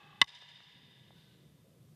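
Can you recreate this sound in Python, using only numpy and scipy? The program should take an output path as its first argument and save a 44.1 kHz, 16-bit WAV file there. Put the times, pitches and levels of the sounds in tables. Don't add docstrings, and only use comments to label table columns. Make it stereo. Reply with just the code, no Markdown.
import sys
import numpy as np
from scipy import signal
from scipy.fft import rfft, irfft
from scipy.io import wavfile
from scipy.ndimage import uniform_filter1d

SR = 44100
rng = np.random.default_rng(int(sys.argv[2]) if len(sys.argv) > 2 else 0)


def ratio(d):
    e = np.asarray(d, float) / 20
    return 10 ** e


def store_wav(level_fs):
    pcm = np.round(np.clip(np.atleast_2d(level_fs), -1, 1) * 32767)
    wavfile.write(sys.argv[1], SR, pcm.T.astype(np.int16))


N = 85995
T = np.arange(N) / SR
SNAP_S = 0.2152


def level(x, db):
    return x * ratio(db) / np.sqrt(np.mean(x ** 2))


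def peak(x, db):
    return x * ratio(db) / np.max(np.abs(x))


def table(rows, hz):
    rows = np.array(rows, float)
    return np.interp(np.log(np.maximum(hz, 1)), np.log(rows[:, 0]), rows[:, 1])


def coloured(rows):
    spectrum = rfft(rng.standard_normal(N))
    shape = ratio(table(rows, np.fft.rfftfreq(N, 1 / SR)))
    return level(irfft(spectrum * shape, N), 0)


def double_band(x, hz, width_hz):
    b, a = signal.iirpeak(hz, hz / width_hz, fs=SR)
    return signal.lfilter(b, a, signal.lfilter(b, a, x))


def noise_band(hz, width_hz, db):
    return level(double_band(rng.standard_normal(N), hz, width_hz), db)


def butter(x, hz, kind="low"):
    return signal.lfilter(*signal.butter(2, hz, kind, fs=SR), x)


def fade(start_s, t60_s, rise_s):
    age = np.maximum(T - start_s, 0)
    return (1 - np.exp(-age / rise_s)) * ratio(-60 * age / t60_s)


def walk(rate_hz):
    k = int(SR / rate_hz)
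    return level(uniform_filter1d(uniform_filter1d(rng.standard_normal(N), k), k), 0)


# (f/Hz, level/dB per Hz)
RUMBLE = [(18, -63.5), (30, -35.5), (113, -5.5), (152, -4), (260, -16.5), (521, -20.5), (590, -27),
          (678, -26), (1200, -50), (1560, -72.5), (2640, -120)]


def ventilation():
    rumble = coloured(RUMBLE) * ratio(-60 + 1.8 * walk(6))
    hum = noise_band(148, 60, -62.5) * ratio(2.3 * walk(12))
    return rumble + hum


# (f/Hz, level/dB per Hz)
HISS = [(590, -32), (1000, 1), (1840, -5.5), (3500, -5), (4450, -5), (5840, -7), (13500, -7.5)]


def hiss(db):
    top_hz = 14300
    edge = [(top_hz, HISS[-1][1]), (top_hz + 200, -60)]
    return coloured([*HISS, *edge]) * ratio(db)


# (t/s, peak level/dB, f/Hz, width/Hz)
FOOT_TICKS = [
    (.128, -54.5, 1136, 150),
    (.424, -47, 809.7, 1600),
    (.605, -45.5, 1200, 2800),
    (1.1065, -50.5, 760, 520),
]
# (t/s, length/s, level/dB, centre f/Hz, width/Hz)
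SHUFFLES = [
    (1.142, .4, -71, 3600, 1600),
    (1.143, .37, -78, 1520, 100),
    (1.15, .22, -87, 10800, 3000),
    (1.63, .3, -73, 500, 150),
    (.13, .05, -63, 160, 70),
    (0, .22, -72, 400, 300),
    (1.15, .3, -80, 900, 500),
]


def feet():
    out = np.zeros(N)
    for start, db, hz, width in FOOT_TICKS:
        push = np.exp(-((T - start) * hz * 14) ** 2)
        out += peak(double_band(push, hz, width), db)
    for start, length, db, hz, width in SHUFFLES:
        rise = np.clip((T - start) / (0.047 * length), 0, 1)
        fall = np.clip(1.2 * (start + length - T) / length, 0, 1)
        grain = ratio(0.7 * walk(200))
        out += noise_band(hz, width, db) * rise * fall * grain
    return out


# (f/Hz, width/Hz, level/dB)
SNAP_RING = [(965.5, 50, -9.5), (1712, 74, -8.5), (1999, 72, -9), (2938, 190, -4), (3632, 77, 0.5),
             (4900, 280, -6)]
# (f/Hz, width/Hz, level/dB)
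EARLIER_RING = [(813, 53, -3), (1155, 110, -4), (1650, 170, -6.5), (2000, 41, -12), (2594, 79, -5),
                (3000, 63, -10.5), (3600, 130, -10.5), (4900, 58, -23)]
# (f/Hz, level/dB per Hz)
WASH = [(240, -54.5), (400, -20), (953, -13), (1320, -19), (1970, -6.5), (2470, -10.5), (3580, -2),
        (4310, -14), (12000, -38), (15600, -67), (22000, -120)]
# (f/Hz, t60/s)
HALL_T60 = [(500, 2.2), (1000, 2.2), (2000, 2.35), (3600, 2.2), (5000, 1.8), (8000, .9), (12000, .5)]


def hall(start_s, ring, ring_db, wash_db):
    def tail(hz):
        return fade(start_s, table(HALL_T60, hz), 0.0019)

    out = np.zeros(N)
    for hz, width, db in ring:
        out += noise_band(hz, 1.5 * width, db + ring_db) * tail(hz)
    wash = coloured(WASH) * ratio(wash_db)
    for hz in 500 * 2 ** np.arange(0, 5, 0.5):
        b, a = signal.iirpeak(hz, 2, fs=SR)
        out += signal.lfilter(b, a, wash) * tail(hz)
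    return out


def flutter():
    first_s, period_s, fade_s, depth_db = 0.29, 0.069, 0.35, 4
    age = T - first_s
    depth = depth_db * np.exp(-np.maximum(age, 0) / fade_s)
    return ratio(depth * np.cos(2 * np.pi * age / period_s) / 2)


# (delay t/s, level/dB, smear/s)
ECHOES = [(0.0265, -35.5, 0.0016), (.045, -53.5, 0.0056), (0.0564, -51, .003), (.063, -44.5, .004),
          (.074, -45, 0.0025), (0.133, -42.5, 0.0068), (.172, -47.5, .005), (.2, -48, .006),
          (0.271, -45.5, 0.014), (.33, -52, 0.0079), (.41, -54, .01)]


def early_echoes(x):
    reply = np.zeros(SR // 2)
    t = np.arange(len(reply)) / SR
    for lag, db, smear in ECHOES:
        decay = np.exp(-np.maximum(t - lag, 0) / smear) * (t >= lag)
        burst = rng.standard_normal(len(t)) * decay
        reply += ratio(db) * burst / np.sqrt(np.sum(burst ** 2))
    thin = signal.lfilter([2, -2 * 0.91], 1, x)
    return signal.fftconvolve(butter(thin, 10000), reply)[:N]


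def floor_bounce(x):
    delay_s, db, top_hz = 0.0053, -11.5, 4570
    return ratio(db) * np.roll(butter(x, top_hz), int(delay_s * SR))


# (f/Hz, level/dB, t60/s)
WOOD = [(960, -29, 0.052), (1102, -18, 0.045), (1725, -17, 0.03), (2004, -7.5, 0.034), (2266, -33, 0.037),
        (2618, -16, 0.019), (2929, -6, 0.021), (3645, -3, 0.021), (4124, -12.5, 0.012),
        (4800, -24.5, 0.035), (5570, -20.5, 0.017), (5780, -47, 0.043), (5860, -42, 0.036),
        (6040, -35.5, 0.01733)]


def wood_ring():
    grip, contact_s = 0.85, 0.0012
    age = np.maximum(T - SNAP_S, 0)
    out = np.zeros(N)
    for (hz, db, t60), turn in zip(WOOD, rng.random(len(WOOD))):
        tone = np.sin(2 * np.pi * (hz * age + turn))
        out += ratio(db) * fade(SNAP_S, grip * t60, contact_s) * tone
    return out * ratio(1)


# (f/Hz, level/dB per Hz)
CRACK = [(180, -46.5), (300, -15.5), (1020, -1.5), (3400, -9), (4570, -15.5), (5480, -8), (6250, -19.5),
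         (11300, -29.5), (15500, -40.5)]


def contact_crack():
    age = np.maximum(T - SNAP_S, 0)
    burst = coloured(CRACK) * fade(SNAP_S, 0.012, 0.00028) * ratio(-13)
    tip_hz, tip_width_hz, tip_db = 5300, 270, -22
    tips = ratio(tip_db) * np.sin(2 * np.pi * tip_hz * age) * fade(SNAP_S, 3.6 / tip_width_hz, 0.0004)
    return butter(burst, 620, "high") + tips


def thud():
    extra_hz, end_hz, sag_s = 500, 45.29, 0.0058
    age = np.maximum(T - SNAP_S, 0)
    cycles = end_hz * age + extra_hz * sag_s * (1 - np.exp(-age / sag_s))
    return ratio(-27) * np.sin(2 * np.pi * cycles) * fade(SNAP_S, 0.042, 0.0007)


# (t/s, level/dB)
GAIN = [
    (0, -8.5),
    (.21, -5.5),
    (.225, 0.5),
    (.27, -14.5),
    (.7, -8.5),
    (1.2, -3.5),
    (1.95, -1.5),
]


def gain_control():
    return ratio(np.interp(T, *np.array(GAIN).T))


def tilt(db):
    return ratio(np.array([[db], [-db]]) / 2)


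def scene():
    wood, crack = wood_ring(), contact_crack()
    gain = gain_control()
    far = hall(SNAP_S + 0.058, SNAP_RING, -58, -61) * flutter()
    far += hall(-0.3, EARLIER_RING, -57.5, -66.5)
    near = wood + crack + thud() + floor_bounce(wood + crack)
    near += early_echoes(wood + ratio(5) * crack)
    near += far * ratio(11.5) * gain + feet()
    room = (ventilation() + hiss(-73.5)) * gain + hiss(-86)
    side_hiss = level(double_band(hiss(0), 9000, 4000), -104)
    side = ratio(-36) * ventilation() + side_hiss
    side -= ratio(-33.5) * np.roll(near, 2)
    return near * tilt(-0.15) + room * tilt(-0.2) + side * np.array([[1], [-1]])


def band_limit(x):
    return signal.sosfilt(signal.butter(12, 16340, fs=SR, output="sos"), x)


def record(dry):
    ceiling = 0.6
    soft = ceiling * np.tanh(dry / ceiling)
    low_cut = signal.butter(2, 48, "high", fs=SR, output="sos")
    top_cut = signal.ellip(8, 0.3, 60, 15700, fs=SR, output="sos")
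    mix = signal.sosfilt(top_cut, signal.sosfilt(low_cut, soft))
    return band_limit(mix)


dry = scene()
out = record(dry)
store_wav(out)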